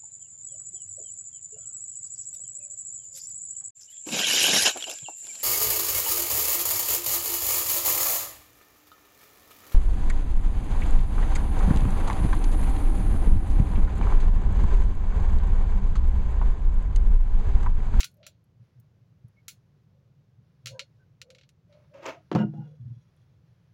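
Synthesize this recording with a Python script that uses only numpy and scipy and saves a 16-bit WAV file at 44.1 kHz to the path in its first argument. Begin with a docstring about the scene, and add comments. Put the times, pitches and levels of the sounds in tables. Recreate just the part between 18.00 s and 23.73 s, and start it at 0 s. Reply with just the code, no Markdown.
"""In a quiet room, a hot glue gun is worked against a small hobby model, close to the microphone.
Its trigger clicks and ratchets back, making the plastic shell ring. The gun scrapes over the work
surface in tiny catches and slips, then is set down with a rocking knock that rattles its loose parts.
Hands bump and rub softly, the model crackles, and faint hollow tones come and go over a low rumble."""
import sys
import numpy as np
from scipy import signal
from scipy.fft import rfft, irfft, next_fast_len
from scipy.io import wavfile

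SR = 44100
rng = np.random.default_rng(int(sys.argv[2]) if len(sys.argv) > 2 else 0)


def inscribe(sig):
    """Save sig as 16-bit PCM at rate SR to the path in sys.argv[1].

    A 1-D sig is mono; a 2-D sig holds one channel per row.
    Samples are clipped to [-1, 1] before scaling.
    """
    pcm = np.round(np.clip(np.atleast_2d(sig).T, -1, 1) * 32767)
    wavfile.write(sys.argv[1], SR, pcm.astype(np.int16))


N = 252913
TIME = np.arange(N) / SR  # seconds since the scene began
AGE = np.arange(SR // 2) / SR  # seconds since one short sound began

# The notes at which the gun's shell and other small plastic parts ring.
# Each row: pitch in Hz, relative level in dB, fade time in seconds before damping.
PLASTIC_NOTES = [(1165, -14, 0.055), (1368, -2, 0.057), (1459, -10, 0.13), (1567, -10.5, .1),
                 (2189, 2, 0.079), (2424, -4, 0.057), (2862, -4, 0.1), (3240, 2, 0.03), (3403, 1.5, 0.086),
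                 (4000, -3, .09), (4280, -3, 0.13), (4600, -7.5, 0.018), (5320, -8.5, 0.11),
                 (5754, -3.5, 0.098), (5960, -3.5, 0.072), (6495, -4.5, 0.13), (6580, -6, 0.09),
                 (7220, -2.5, 0.1), (7790, -19, 0.12), (9570, -10.5, 0.13), (12910, -15, .09),
                 (15060, -12, 0.046)]


def undb(db):
    """Turn decibels into a number to multiply a sound by."""
    return 10 ** (np.asarray(db) / 20)


def unit(x):
    """Scale a sound to an average power of 1."""
    return x / np.sqrt(np.mean(x ** 2))


def fade(fade_s):
    """Die away after a blow; the fade time is how long it takes to fall 60 dB."""
    return np.exp(-np.log(1000) * AGE / max(fade_s, 1e-3))


def hiss():
    """Half a second of fresh white noise."""
    return rng.standard_normal(len(AGE))


def add(track, start, sound):
    """Mix a sound into a track, start seconds in."""
    i = max(int(start * SR), 0)
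    track[i:i + len(sound)] += sound[:N - i]


def colour(x, points):
    """Shape bass and treble along a curve of (Hz, dB) points; white noise keeps its power."""
    size = 2 * next_fast_len(len(x))
    octave = np.log2(np.maximum(np.arange(size // 2 + 1) * SR / size, 1))
    hz, db = np.transpose(points)
    gain = unit(undb(np.interp(octave, np.log2(hz), db)))
    # Fold the filter forward in time, so nothing sounds before the blow.
    cepstrum = irfft(np.log(gain))
    cepstrum[1:size // 2] *= 2
    cepstrum[size // 2 + 1:] = 0
    return irfft(rfft(x, size) * np.exp(rfft(cepstrum)))[:len(x)]


def butter(x, hz, kind, order=2):
    """Keep only the lows, the highs or a band between."""
    return signal.sosfilt(signal.butter(order, hz, kind, fs=SR, output="sos"), x)


def ring(notes, scatter_db, damping=1):
    """A struck object rings at its own notes; each blow lands elsewhere and mixes them anew."""
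    chance = rng.standard_normal(len(notes))
    out = np.zeros(len(AGE))
    for k, (hz, db, fade_s) in enumerate(notes):
        strength = (-1) ** k * undb(db + scatter_db * chance[k])
        out += strength * np.sin(2 * np.pi * hz * AGE) * fade(fade_s / damping)
    return out


def excite(force, notes):
    """A changing force keeps an object ringing, with about the same power as the force."""
    response = ring(notes, scatter_db=4.5)
    return signal.fftconvolve(force, response / np.linalg.norm(response))[:N]


def strokes(rows, fade_s):
    """The loudness of a series of movements: each rises, holds, then fades."""
    power = np.zeros(N)
    for start, db, rise_s, hold_s in rows:
        rise = np.clip((TIME - start) / rise_s, 0, 1)
        fall = np.exp(-np.log(1000) * np.maximum(TIME - start - rise_s - hold_s, 0) / fade_s)
        power += (undb(db) * rise * fall) ** 2
    return np.sqrt(power)


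def friction(loudness, per_second, spread_db):
    """Surfaces catch and slip, giving tiny kicks of uneven size at random moments."""
    size_db = spread_db * rng.uniform(-1, 1, N)
    slipping = rng.random(N) < per_second / SR
    kicks = slipping * rng.choice([-1, 1], N) * undb(size_db)
    return unit(kicks) * loudness


def room():
    """A low rumble and a thin hiss drift slowly in level."""
    # Each row: frequency in Hz, relative level in dB.
    rumble_colour = [(25, -28), (60, -13), (95, -3), (120, 2), (165, -3.5), (250, -21.5), (500, -23.5),
                     (800, -32), (2000, -38.5), (6300, -46), (8500, -58), (15500, -53.5)]
    level_db = -61
    drift_times = np.arange(0, N / SR + 1, .2)
    drift_db = 0.44 * np.interp(TIME, drift_times, rng.standard_normal(len(drift_times)))
    return unit(colour(rng.standard_normal(N), rumble_colour)) * undb(level_db + drift_db)


def hollow_tones():
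    """Faint wavering tones swell and fade; the higher the tone, the shorter it lasts."""
    # Each row: middle in seconds, pitch in Hz, relative level in dB.
    tones = [(.232, 600, -61.5), (1.389, 2200, -66), (2.002, 547.5, -76.5), (2.753, 534, -51),
             (2.77, 970, -62), (2.777, 1570, -65), (3.023, 1532, -70.5), (3.32, 520, -58),
             (3.766, 590, -61.5), (3.995, 576.6, -50.5), (4.14, 670, -54), (4.59, 822, -57.5),
             (4.683, 490, -62.5)]
    cycles = 130
    out = np.zeros(N)
    for middle, hz, db in tones:
        length_s = cycles / hz
        waver = unit(butter(hiss(), [hz - 36, hz + 36], "bandpass"))
        tone = undb(-2) * np.sin(2 * np.pi * hz * AGE) + undb(-1) * waver
        count = min(int(length_s * SR), len(AGE))
        add(out, middle - length_s / 2, undb(db) * tone[:count] * np.hanning(count))
    return out


def crackle():
    """As the grip on the model changes, scattered tiny cracks make its plastic ring."""
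    # Each row: start in seconds, level in dB, rise and hold times in seconds.
    grip_changes = [(4.5, -86.5, .05, 0.737)]
    cracks = friction(strokes(grip_changes, fade_s=.3), per_second=45, spread_db=4.5)
    return excite(cracks, PLASTIC_NOTES)


def hands():
    """Skin rustles faintly on the model; soft pushes swell and die away in the bass."""
    # Each row: start in seconds, level in dB, hold time in seconds.
    rubs = [(0.58, -80.5, 0.041), (1.201, -85, 0.34), (2.395, -83.5, 0.42), (3.666, -79, 0.95),
            (4.822, -80.5, 0.34), (5.425, -82, 0.29)]
    # Each row: frequency in Hz, relative level in dB.
    rustle_colour = [(300, -16.5), (900, 7.5), (1600, 6.5), (3000, -0.5), (5800, -2.5), (8000, -23),
                     (10800, -8), (13000, -31), (15500, -14)]
    # Each row: start in seconds, level in dB, seconds to reach the peak.
    bumps = [(0.593, -44.5, 0.022), (0.731, -48.5, 0.047), (1.238, -40.5, .014), (2.367, -48.5, 0.025),
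             (2.629, -43.5, 0.037), (2.7, -40.5, 0.025), (4.781, -36, 0.037), (4.844, -32, 0.024),
             (4.895, -33, 0.022), (4.955, -41.5, .019)]
    rub_rise_s, bump_hz = 0.045, 119.8
    rubbing = strokes([(start, db, rub_rise_s, hold_s) for start, db, hold_s in rubs], fade_s=1.46)
    out = colour(friction(rubbing, per_second=14000, spread_db=2), rustle_colour)
    for start, db, rise_s in bumps:
        swell = (AGE / rise_s * np.exp(1 - AGE / rise_s)) ** 3
        low_noise = unit(butter(hiss(), [70, 210], "bandpass", order=4))
        thud = np.sin(2 * np.pi * bump_hz * AGE) + undb(-16) * low_noise
        add(out, start, undb(db) * swell * thud)
    return out


def slide():
    """The gun brushes, drags, then scrapes over the surface; its shell rasps and sometimes catches."""
    # Each row: start in seconds, relative level in dB, rise and hold times in seconds.
    drags = [(3.68, -73.5, 0.035, 0.13), (3.934, -55.5, 0.0066, 0.13), (4.02, -46, 0.01, 0.071),
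             (4.052, -33.5, 0.004, 0.035)]
    # Each row: frequency in Hz, relative level in dB.
    scrape_colour = [(100, -42), (210, -14), (290, 8.5), (650, -1), (900, 7), (1400, -6.5), (1900, -3),
                     (2700, -4.5), (3600, -14), (7000, -21), (8500, -37), (15000, -37.5)]
    # Each row: pitch in Hz, relative level in dB, fade time in seconds.
    rasp_notes = [(312, -7.5, 0.44), (520, 4, 0.11), (655, 8, 0.053), (882.5, -1, 0.067), (1270, 2, 0.1),
                  (1410, 9, 0.048), (1637, -14.5, 0.062), (2193, 3.5, 0.059), (2660, -2, 0.028),
                  (6410, -3, 0.042)]
    # Each row: start in seconds, relative level in dB.
    catches = [(3.943, -55), (4.044, -37), (4.058, -27.5), (4.064, -20), (4.071, -50), (4.090, -43.5),
               (4.096, -31.5)]
    force = friction(strokes(drags, fade_s=0.18), per_second=4900, spread_db=3)
    out = undb(-2) * colour(force, scrape_colour) + undb(-5.5) * excite(force, rasp_notes)
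    for start, db in catches:
        catch = hiss() * fade(0.0024)
        sharp_edge = butter(catch, [5400, 7500], "bandpass", order=4)
        add(out, start, undb(db) * (sharp_edge + undb(-8) * colour(catch, scrape_colour)))
    return out


def set_down():
    """The gun lands and rocks, ringing the work surface; a softer contact sounds duller."""
    # Each row: start in seconds, relative level in dB, bass and treble cut-offs in Hz.
    knocks = [(4.3150, -16.5, 308, 1700), (4.3278, -23, 250.4, 2210), (4.3500, -10.5, 113.6, 2980),
              (4.3580, -13.5, 557.3, 1200), (4.3884, -18, 199, 1600), (4.4020, -15.5, 160.6, 900),
              (4.43, -18, 178, 753), (4.4450, -18, 114.5, 279), (4.536, -32.5, 128, 904),
              (4.576, -23.5, 100, 192)]
    # Each row: pitch in Hz, relative level in dB, fade time in seconds before damping.
    surface_notes = [(126, -3, 0.3), (149.1, -11.5, 0.86), (166.9, -4, 0.34), (210.7, -1, 0.22),
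                     (240, -28.5, 0.11), (319, -12, .26), (384.5, -16.5, 0.089), (404, -19, 0.068),
                     (516.3, -20, 0.23), (539, -25.5, 0.093), (590, -24.5, 0.11), (697, -16.5, 0.11),
                     (713, -9.5, 0.069), (896, -21.5, 0.093), (1030, -38, 0.11), (1295, -24, 0.12),
                     (1318, -27.5, 0.072), (2740, -28, 0.037), (5760, -29, 0.064)]
    # Each row: frequency in Hz, relative level in dB.
    clatter_colour = [(50, -12), (130, 6.5), (350, 12), (480, 3.5), (750, -1.5), (1400, -9.5), (2000, -13),
                      (2800, -11.5), (4500, -12.5), (7000, -12), (8300, -22), (15000, -9.5)]
    out = np.zeros(N)
    for start, db, low_hz, contact_hz in knocks:
        # A glancing blow misses the low notes and clatters more: 5.5 dB for each octave missed.
        clatter_db = -8.5 + 5.5 * np.log2(low_hz / 109)
        clatter = colour(hiss() * (fade(0.02) + undb(-11.5) * fade(0.16)), clatter_colour)
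        blow = undb(-4) * ring(surface_notes, scatter_db=2.5, damping=1.1) + undb(clatter_db) * clatter
        blow *= 1 - np.exp(-AGE * contact_hz / 0.95)  # the force builds up during contact
        blow = butter(blow, low_hz, "highpass")
        add(out, start, undb(db) * butter(blow, contact_hz, "lowpass"))
    return out


def rattle():
    """Loose parts chatter as the gun lands and again as it settles."""
    # Each row: start in seconds, level in dB, rise and hold times in seconds.
    shakes = [(4.347, -40.5, .03, 0.034), (4.535, -70.5, 0.008, .13)]
    # Each row: pitch in Hz, relative level in dB, fade time in seconds.
    loose_part_notes = [(726, 7, 0.096), (929, 8.5, 0.074), (990, -5, .06), (1240, 0.5, 0.025),
                        (1436, 2.5, 0.09), (1620, -3, 0.14), (1987, -3.5, 0.052), (2150, -10.5, 0.058),
                        (2460, -8.5, 0.023), (2760, -3.5, .05), (2845, 0, 0.023), (4290, -18, 0.026),
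                        (5420, -18, 0.067), (5300, -20.5, 0.055), (6950, -22, 0.054)]
    chatter = friction(strokes(shakes, fade_s=0.14), per_second=1000, spread_db=9)
    return excite(chatter, loose_part_notes)


def ratchet(count):
    """Click rows for the trigger springing back: each tooth comes sooner, softer and duller."""
    start, first_gap_s, gap_ratio = 3.3035, .0455, .78
    teeth, fade_s = [], 0.077
    for k in range(count):
        db, treble_db = -55 - 2 * k, -10.5 - 6.5 * k
        teeth.append((start, db, treble_db, fade_s))
        start += first_gap_s * gap_ratio ** k
    return teeth


def trigger():
    """The trigger and glue feed snap: a sharp crack, a ringing shell and a wash of nearby echoes."""
    # Each row: start in seconds, level of the first 10 ms in dB, treble in dB, echo fade in seconds.
    clicks = [(.0058, -32, -0.5, 0.061), (.0095, -46, 6, .18), (.0312, -36, -13, 0.05),
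              (0.043, -38, -1.5, 0.027), (0.045, -38, 4, 0.089), (.23, -58, -53, 0.26),
              (0.266, -45, 6, 0.083), (1.4818, -39, 11, 0.12), (2.659, -38.5, -3, 0.032),
              (2.67, -38, -5, 0.13), (2.7941, -35, -18.5, 0.09), (3.2162, -44, -8, 0.054),
              (3.4912, -63, -1, 0.057), (3.726, -67, -27.5, 0.16)]
    # Tiny high ticks. Each row: start in seconds, relative level in dB, pitch in Hz.
    ticks = [(.115, -60, 11600), (.142, -58, 11600), (.171, -63, 11700), (0.441, -64, 11270),
             (0.799, -51.5, 14400), (1.283, -60.5, 11100), (5.165, -66, 10900)]
    out = np.zeros(N)
    echoes = hiss()  # the gun hardly moves, so its echoes repeat
    for start, db, treble_db, fade_s in clicks + ratchet(count=5):
        crack = undb(-10) * hiss() * fade(.018) + 2.4 * (AGE == 0)
        wash = undb(-12.5) * echoes * fade(fade_s)
        shell = undb(-22.5) * ring(PLASTIC_NOTES, scatter_db=3, damping=.1 / fade_s)
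        snap = click_tone(crack + wash, shell, treble_db)
        add(out, start, undb(db) * snap / np.std(snap[:SR // 100]))
    for start, db, hz in ticks:
        ping = undb(-8) * np.sin(2 * np.pi * hz * AGE) * fade(0.03)
        fizz = undb(-12.5) * butter(hiss(), 5000, "highpass") * fade(0.031)
        add(out, start, undb(db) * (ping + fizz))
    return out


def click_tone(noise, shell, treble_db):
    """Shape a click's noise, add the ringing shell, then brighten or dull them both."""
    # Each row: frequency in Hz, relative level in dB.
    click_colour = [(300, -45), (950, -30.5), (1300, -14), (1950, -6.5), (2250, -2), (4200, 3),
                    (5300, -3.5), (7300, -2.5), (8200, -14), (11000, -9.5), (13800, -23), (15200, -14.5)]
    return colour(colour(noise, click_colour) + shell, [(4300, 0), (15000, treble_db)])


def scene():
    """All the sounds meet at one microphone."""
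    gun = trigger() + set_down() + rattle() + slide()
    return (gun + hands() + hollow_tones() + room() + crackle())[None]


def record(dry):
    """The recorder cuts off the very highest treble."""
    top_hz = 16100
    return signal.sosfilt(signal.ellip(10, .2, 70, top_hz, fs=SR, output="sos"), dry)


dry = scene()
out = record(dry)
inscribe(out)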